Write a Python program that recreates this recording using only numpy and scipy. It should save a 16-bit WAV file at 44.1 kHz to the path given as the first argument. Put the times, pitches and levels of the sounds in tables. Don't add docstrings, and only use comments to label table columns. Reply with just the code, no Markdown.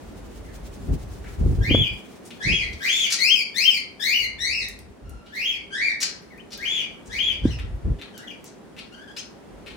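import sys
import numpy as np
from scipy import signal
from scipy.fft import rfft, irfft
from scipy.io import wavfile

SR = 44100
rng = np.random.default_rng(int(sys.argv[2]) if len(sys.argv) > 2 else 0)


def digitize_waveform(pressure):
    field = np.atleast_2d(pressure).T
    bounded = np.clip(field, -1, 1)
    quanta = np.round(bounded * 32767).astype(np.int16)
    wavfile.write(sys.argv[1], SR, quanta)


N = 430416
TIME = np.arange(N) / SR

# time in seconds, straight-path sound against the
# room in dB, hoarseness 0-1.
CALLER = [(1.7, -22, 0.35), (2.55, -15, 0.55), (3.0, -13, 0.92), (3.25, -4, 0), (3.7, -6.5, 0.32),
          (4.15, -7.5, 0.35), (4.5, -7.5, 0), (5.5, -25, 0.62), (5.85, -11, 0.25), (6.4, -1.5, 0.34),
          (6.7, -11.5, 0.88), (7.3, -9, 0.76), (9.0, -6, 0.31)]


def from_db(db):
    return 10 ** (np.asarray(db) / 20)


def rms_one(x):
    return x / np.sqrt(np.mean(x ** 2) + 1e-20)


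def along(rows, t):
    s, *columns = np.transpose(rows)
    return [np.interp(t, s, c) for c in columns]


def at_hz(points, hz):
    f, value = np.transpose(points)
    return np.interp(np.log(np.maximum(hz, 1)), np.log(f), value)


def band(x, low_hz, high_hz, order=2):
    high_hz = min(high_hz, SR / 2 - 500)
    return signal.sosfilt(signal.butter(order, [low_hz, high_hz], "band", fs=SR, output="sos"), x)


def flutter(count, rate_hz):
    run_in = SR // 10
    return rms_one(band(rng.standard_normal(count + run_in), rate_hz / 2, rate_hz * 2)[run_in:])


def add(track, s, sound):
    i = max(round(s * SR), 0)
    track[i:i + len(sound)] += sound[:N - i]


def stereo_noise(spectrum):
    # frequency in Hz, left-right likeness 0-1.
    likeness = [(50, 1), (250, 0.21), (600, 0.25), (1500, 0.26), (8000, 0), (15000, 1)]
    hz = np.arange(N // 2 + 1) * SR / N
    mid, side = rfft(rng.standard_normal((2, N))) * from_db(at_hz(spectrum, hz))
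    alike = np.clip(at_hz(likeness, hz), -1, 1)
    return rms_one(irfft(np.sqrt(1 + alike) * mid + np.sqrt(1 - alike) * side * [[1], [-1]], N))


def room(x, gap_s=0.0013, build_s=0.0007):
    # frequency in Hz, time to fall 60 dB in seconds.
    t60_s = [(500, 0.9), (2500, 0.34), (5000, 0.37), (9000, 0.21), (16000, 0.024)]
    t = np.arange(SR // 2) / SR
    edges_hz = np.geomspace(300, 19000, 8)
    echoes = np.zeros((2, len(t)))
    for low_hz, high_hz in zip(edges_hz, edges_hz[1:]):
        decay_db = -60 * t / at_hz(t60_s, np.sqrt(low_hz * high_hz))
        echoes += band(rng.standard_normal((2, len(t))), low_hz, high_hz) * from_db(decay_db)
    echoes *= np.clip((t - gap_s) / build_s, 0, 1)
    gain = np.sqrt(np.mean(np.abs(rfft(echoes)[:, 1000:2500]) ** 2))
    return signal.fftconvolve(x[None], echoes / gain, axes=1)[:, :N]


def leftward(pair, left_db, low_hz=1900, high_hz=6500):
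    presence = band(pair, low_hz, high_hz, order=1)
    return pair + presence * (from_db([[left_db], [-left_db]]) - 1)


def room_tone():
    # frequency in Hz, relative level in dB.
    tone_spectrum = [(25, -26), (60, -9), (110, -10), (200, 0), (380, -4), (730, -11), (1120, -17),
                     (1810, -21), (4240, -31), (8000, -35), (9700, -36), (11500, -45), (16000, -48)]
    # time in seconds, level in dB.
    tone_level = [(0, -43), (2.2, -44), (3.3, -47), (5.2, -49), (7, -45), (8.1, -45), (9, -46.5),
                  (9.7, -44)]
    return from_db(along(tone_level, TIME)[0]) * stereo_noise(tone_spectrum)


def hum(wander_hz=1.5):
    # frequency in Hz, level in dB.
    hum_tones = [(207, -65.5), (402, -61.5)]
    out = np.zeros(N)
    for hz, db in hum_tones:
        tone = band(rng.standard_normal(N), hz - wander_hz, hz + wander_hz, order=1)
        out += from_db(db) * rms_one(tone)
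    return out


def feathers(flicker_db=3.0, flicker_hz=7):
    # time in seconds, level in dB before flicker.
    rustle = [(0, -60.5), (.8, -55.5), (1.1, -56.5), (1.6, -55), (2.3, -59.5), (3.0, -59), (4.0, -75),
              (9.7, -87)]
    # frequency in Hz, relative level in dB.
    plumage_spectrum = [(500, -21.5), (2000, 4), (7000, 3.5), (10000, -0.5), (12000, -9), (16000, -3.5)]
    level_db = along(rustle, TIME)[0] + flicker_db * flutter(N, flicker_hz)
    return from_db(level_db) * stereo_noise(plumage_spectrum)


def handling(rumble_db=-2.0, rubbing_db=1.5):
    # start in seconds, length in seconds, relative deep rumble in dB,
    # relative rubbing in dB.
    grips = [(0.027, 0.79, -40, -60), (0.813, .06, -35, -38.5), (0.892, 0.051, -18.5, -26.5),
             (0.974, 0.36, -35, -49.5), (1.406, .13, -17, -26.5), (1.583, 0.04, -18, -28),
             (1.692, 0.12, -23, -23.5), (1.908, 0.022, -29.5, -40.5), (2.473, 0.065, -28, -27.5),
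             (2.57, .2, -36, -46.5), (3.55, 0.87, -61, -79.5), (4.21, 0.7, -44.5, -60.5),
             (5.036, 0.12, -35.5, -55.5), (5.25, 2.8, -57, -79.5), (7.082, .33, -42.5, -57),
             (7.442, 0.053, -20, -29), (7.528, 0.25, -28, -54), (7.859, 0.058, -18.5, -29.5),
             (8.75, 0.71, -59.5, -72), (9.493, .26, -49.5, -69)]
    # start in seconds, sine peak in dB, pitch in Hz,
    # swell time in seconds, scuff against the sine in dB.
    knock_rows = [(0.905, -16, 85, 0.008, -35), (1.459, -20, 363, 0.0036, -32),
                  (1.707, -12, 290, 0.0038, -17), (1.744, -9.5, 278, 0.0036, -5.5),
                  (7.453, -4, 260, 0.0029, -26), (7.85, -14.5, 73, 0.014, -39),
                  (7.886, -20.5, 170.3, 0.0068, -36)]
    # frequency in Hz, relative level in dB.
    rumble_spectrum = [(15, -14), (30, -29), (45, 4), (75, -1.5), (120, -8.5), (200, -26.5), (400, -63),
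                       (1000, -100)]
    rubbing_spectrum = [(40, -31), (90, 8.5), (150, 6), (260, -1), (400, -7), (700, -23), (1400, -36),
                        (4000, -75)]
    attack_s, release_s = 0.014, 0.026
    deep, rub, knocks = np.zeros(N), np.zeros(N), np.zeros(N)
    for s, length_s, deep_db, rub_db in grips:
        outside = np.maximum((s - TIME) / attack_s, (TIME - s - length_s) / release_s)
        pressure = np.exp(-np.clip(outside, 0, 20))
        deep = np.maximum(deep, pressure * from_db(deep_db + rumble_db))
        rub = np.maximum(rub, pressure * from_db(rub_db))
    t = np.arange(SR // 5) / SR
    for s, peak_db, hz, swell_s, scuff_db in knock_rows:
        scuff = band(band(rng.standard_normal(len(t)), 487, 522, order=1), 440, 2700)
        envelope = (t / swell_s * np.exp(1 - t / swell_s)) ** 2
        body = np.sin(2 * np.pi * hz * t) + from_db(scuff_db) * rms_one(scuff)
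        add(knocks, s, from_db(peak_db) * envelope * body)
    rubbing = from_db(rubbing_db) * rub * stereo_noise(rubbing_spectrum)
    return deep * stereo_noise(rumble_spectrum) + rubbing + knocks


def beak_ticks(decay_s=0.0011, room_db=4.5, nibbles_per_s=4, nibble_db=-51):
    # start in seconds, dry peak in dB.
    ticks = [(3.8024, -34), (4.6855, -22.5), (4.79, -31), (5.0946, -37), (6.3776, -44), (6.576, -30.5),
             (8.1782, -27), (8.4427, -29.5)]
    out, t = np.zeros(N), np.arange(SR // 100) / SR
    draws = rng.random((int(nibbles_per_s * N / SR), 2))
    nibbles = [(u * N / SR, nibble_db - 10 * v) for u, v in draws]
    for s, peak_db in list(ticks) + nibbles:
        tick = band(rng.standard_normal(len(t)) * np.exp(-t / decay_s), 3500, 17000, order=1)
        add(out, s, from_db(peak_db) * tick / np.abs(tick).max())
    return out + from_db(room_db) * room(out)


def peep(s, length_s, start_hz, end_hz, level_db, overtones_db):
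    return [(s, start_hz, level_db, overtones_db), (s + length_s, end_hz, level_db, overtones_db)]


def arched_call(s, climb_s, crest_s, fall_s, start_hz, flip_hz, top_hz, end_hz,
                climb_db, crest_db, overtones_db, crest_overtones_db):
    flip_s = .006
    sag_per_s = .85
    swell_s, swell_db = .04, 5
    bite_s, bite_db = 0.027, 17
    mellow_db = 6.5
    full_voice_hz, weak_db_per_hz = 2200, .019
    fall_pitch, fall_db, fall_overtones_db = .95, 5, 9.5

    def whistle_db(hz):
        return climb_db - weak_db_per_hz * np.maximum(full_voice_hz - hz, 0)

    u = np.linspace(0, 1, 20)
    rising_hz = start_hz + (flip_hz - start_hz) * u
    arch_hz = top_hz * (1 - sag_per_s * crest_s * (2 * u - 1) ** 2)
    falling_hz = fall_pitch * flip_hz * (1 - u) + end_hz * u
    rising_db = whistle_db(rising_hz) - swell_db * np.maximum(1 - u * climb_s / swell_s, 0)
    biting_db = overtones_db - bite_db * np.maximum(1 - u * climb_s / bite_s, 0) - mellow_db * u
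    climb = [s + climb_s * u, rising_hz, rising_db, biting_db]
    crest = [s + climb_s + flip_s + (crest_s - 2 * flip_s) * u, arch_hz,
             np.full_like(u, crest_db), np.full_like(u, crest_overtones_db)]
    fall = [s + climb_s + crest_s + fall_s * u, falling_hz,
            whistle_db(falling_hz) - fall_db, np.full_like(u, overtones_db - fall_overtones_db)]
    return np.hstack([climb, crest, fall]).T


def chirp(rows, treble_db, uneven_db=3.5, uneven_hz=25, attack_s=.008, release_s=0.015,
          warble_hz=56, rasp_hz=200, shimmer_db=2.5, crest_hz=3100, crest_calm=0.64,
          wheeze_db=-6.0, second_hz=2400, second_db=-9.5, sheen_db=-26.5):
    # frequency in Hz, relative strength in dB.
    throat_points = [(4000, -9), (5800, -8.5), (7500, -18), (9800, -18), (11500, -30.5), (13500, -31),
                     (16000, -26.5)]

    def throat_db(f):
        return at_hz(throat_points, f) + treble_db * np.clip((f - 10000) / 2000, 0, 1)

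    t = np.arange(rows[0][0] - attack_s, rows[-1][0] + release_s, 1 / SR)
    count = len(t)
    hz, fundamental_db, overtones_db = along(rows, t)
    hoarse = np.clip(along(CALLER, t)[1], 0, 1)
    high = np.clip((hz - crest_hz) / 400 + 1, 0, 1)
    calm = crest_calm * high
    arch_rate_hz = warble_hz * (1 + .25 * flutter(count, 30))
    arches = np.abs(np.sin(np.pi * np.cumsum(arch_rate_hz) / SR)) - 2 / np.pi
    warble = .075 * arches + .011 * flutter(count, 35)
    catches = .14 * hoarse ** 2 * np.maximum(flutter(count, rasp_hz) - .7, 0)
    hz = hz * (1 + (1 - calm) * warble - catches)
    phase = 2 * np.pi * np.cumsum(hz) / SR
    upper = np.zeros(count)
    for k in range(3, 9):
        strength = from_db(throat_db(k * hz) + uneven_db * flutter(count, uneven_hz))
        upper += strength * (k * hz < SR / 2) * np.sin(k * phase)
    second_phase = 2 * np.pi * np.cumsum(second_hz * (1 + .08 * flutter(count, 90))) / SR
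    second = from_db(second_db) * hoarse * high * np.sin(second_phase)
    air = band(rng.standard_normal(count), 4200, 20000)
    wheeze = rms_one(irfft(rfft(air) * from_db(throat_db(np.fft.rfftfreq(count, 1 / SR))), count))
    overtones = np.sin(2 * phase) + upper + from_db(wheeze_db) * hoarse * wheeze
    voice = from_db(fundamental_db) * (np.sin(phase) + second) + from_db(overtones_db) * overtones
    harmonics = sum((k * hz < SR / 2) * np.sin(k * phase) for k in range(4, 9))
    sheen = band(harmonics, 12500, 16500)
    voice = voice + from_db(fundamental_db + sheen_db + treble_db) * sheen
    gate = np.clip(np.minimum((t - t[0]) / attack_s, (t[-1] - t) / release_s), 0, 1)
    shimmer = shimmer_db * (1 - calm * (1.5 - hoarse)) * flutter(count, warble_hz)
    return t[0], np.sqrt(2) * voice * gate * from_db(shimmer)


def calling_bird(left_db=8.5, room_left_db=1.0, focus_hz=3130, focus_width_hz=220, focus_db=-1.5):
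    # start in seconds, length in seconds, start pitch in Hz, end pitch in Hz,
    # relative level in dB, relative overtones in dB.
    peeps = [(0.443, 0.038, 2195, 1770, -52.5, -72), (5.045, 0.16, 1392, 1366, -59, -65),
             (5.25, .06, 1408, 1544, -58.5, -61), (6.311, 0.036, 2200, 1800, -50.5, -71),
             (6.367, 0.04, 1790, 3080, -50.5, -77), (7.442, .055, 1548, 2127, -48, -47),
             (7.511, 0.025, 2950, 2590, -40, -45.5), (8.144, 0.053, 1592, 1440, -51, -53),
             (8.197, 0.054, 1640, 2005, -47.5, -61), (8.277, 0.0056, 3386, 2930, -39, -54),
             (8.301, .014, 3320, 2390, -39, -54), (8.924, 0.023, 1360, 1550, -51, -52),
             (8.968, .07, 1496, 1728, -49.5, -59), (9.075, 0.042, 1627, 1650, -51, -55.5),
             (9.171, 0.023, 2400, 3190, -42.5, -37.5)]
    # start in seconds, climb in seconds, crest in
    # seconds, fall in seconds, start pitch in Hz, flip pitch in Hz, top pitch in Hz, end pitch in Hz,
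    # relative levels in dB of climb, crest, climb overtones and crest overtones, top treble in dB.
    chirps = [(1.61, 0.085, 0.15, 0.036, 1604, 2546, 3418, 2450, -24, -21.5, -36.5, -51, 0.5),
              (2.405, 0.11, 0.069, 0.055, 1660, 2702, 3320, 2025, -20, -24.5, -30.5, -41, -13),
              (2.81, 0.072, 0.18, 0.0051, 1635, 2507, 3577, 2380, -19.5, -23, -28, -31.5, 4),
              (3.189, 0.11, 0.061, 0.059, 1910, 2774, 3210, 2254, -21, -19.5, -19.5, -38.5, 0),
              (3.55, 0.099, 0.064, 0.064, 1755, 2780, 3163, 2192, -22.5, -17.5, -21, -40, 4),
              (4.00, 0.13, 0.061, 0.067, 1658, 2472, 2930, 2087, -22, -20, -24, -39, 6),
              (4.39, .120, 0.092, 0.041, 1773, 2323, 2680, 1857, -25.5, -27.5, -24.5, -33.5, -6),
              (5.324, 0.12, .066, .046, 1693, 2910, 3304, 2237, -27, -22.5, -36.5, -44, 4),
              (5.71, 0.099, 0.081, 0.03, 1518, 2054, 2330, 1900, -20.5, -20, -32, -36, -25),
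              (6.589, 0.061, 0.17, 0.018, 1600, 2442, 3452, 2394, -27.5, -26.5, -41, -43, -1),
              (7.10, 0.084, 0.14, 0.01, 1653, 2550, 3396, 2390, -28, -24.3, -36, -48, -3)]
    voice = np.zeros(N)
    for row in peeps:
        add(voice, *chirp(peep(*row), 0))
    for *shape, treble_db in chirps:
        add(voice, *chirp(arched_call(*shape), treble_db))
    straight = from_db(along(CALLER, TIME)[0])
    voice = voice / np.sqrt(1 + straight ** 2)
    direct = voice * straight
    focus = band(direct, focus_hz - focus_width_hz / 2, focus_hz + focus_width_hz / 2, order=1)
    direct_pair = np.array([direct + from_db(focus_db) * focus, direct])
    return leftward(direct_pair, left_db) + leftward(room(voice), room_left_db)


def crunches(snaps_per_s=2000, spread_db=3.0, width=1.33, broad_db=-3.5, ring_width_hz=400,
             dry_db=-5.0, left_db=2.5):
    # start in seconds, fracture time in seconds, relative level in dB, centre in Hz.
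    husks = [(1.242, 0.038, -49.5, 1870), (2.251, 0.025, -51.5, 7400), (2.305, 0.011, -42.5, 2850),
             (2.729, 0.0091, -43, 4400), (3.102, 0.029, -28, 5000), (3.121, 0.023, -23, 5500),
             (5.26, 0.018, -53.5, 3200), (6.003, 0.025, -28.5, 5200), (6.027, 0.01, -20.5, 5280),
             (6.506, 0.013, -49, 4430), (6.519, 0.023, -38.5, 4440), (7.056, 0.027, -53.5, 6500),
             (7.587, 0.015, -40.5, 2380), (7.986, 0.012, -48.5, 2840), (8.013, 0.013, -39, 2980),
             (8.452, 0.03, -50, 6150), (8.765, 0.031, -46, 2770), (8.784, 0.016, -41, 3230),
             (9.165, 0.0099, -36, 3220), (9.171, 0.025, -43, 5600), (9.662, 0.024, -43, 2900),
             (9.701, 0.021, -50, 2900)]
    out = np.zeros(N)
    for s, length_s, level_db, centre_hz in husks:
        count = int(length_s * SR)
        snaps = (rng.random(count) < snaps_per_s / SR) * rng.choice([-1, 1], count)
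        snaps = snaps * from_db(spread_db * rng.standard_normal(count))
        snaps = np.pad(snaps, (0, count))
        hump = band(snaps, centre_hz / width, centre_hz * width)
        crackle = band(band(snaps, 1200, centre_hz * 0.79, order=1), 1650, 20000)
        octaves = np.linspace(-.45, .25, 4) + rng.uniform(-.1, .1, 4)
        rings = sum(band(snaps, hz, hz + ring_width_hz, order=1) for hz in centre_hz * 2 ** octaves)
        crunch = rms_one(hump) + from_db(broad_db) * rms_one(crackle) + .5 * rms_one(rings)
        add(out, s, from_db(level_db) * rms_one(crunch))
    return leftward(room(out) + from_db(dry_db) * out, left_db)


def scene():
    background = room_tone() + hum() + feathers()
    return background + handling() + beak_ticks() + calling_bird() + crunches()


def record(dry):
    x = signal.sosfilt(signal.butter(2, 25, "high", fs=SR, output="sos"), dry)
    cutoff_hz, ripple_db, stop_db = 15900, .1, 80
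    return signal.sosfilt(signal.ellip(10, ripple_db, stop_db, cutoff_hz, fs=SR, output="sos"), x)


dry = scene()
out = record(dry)
digitize_waveform(out)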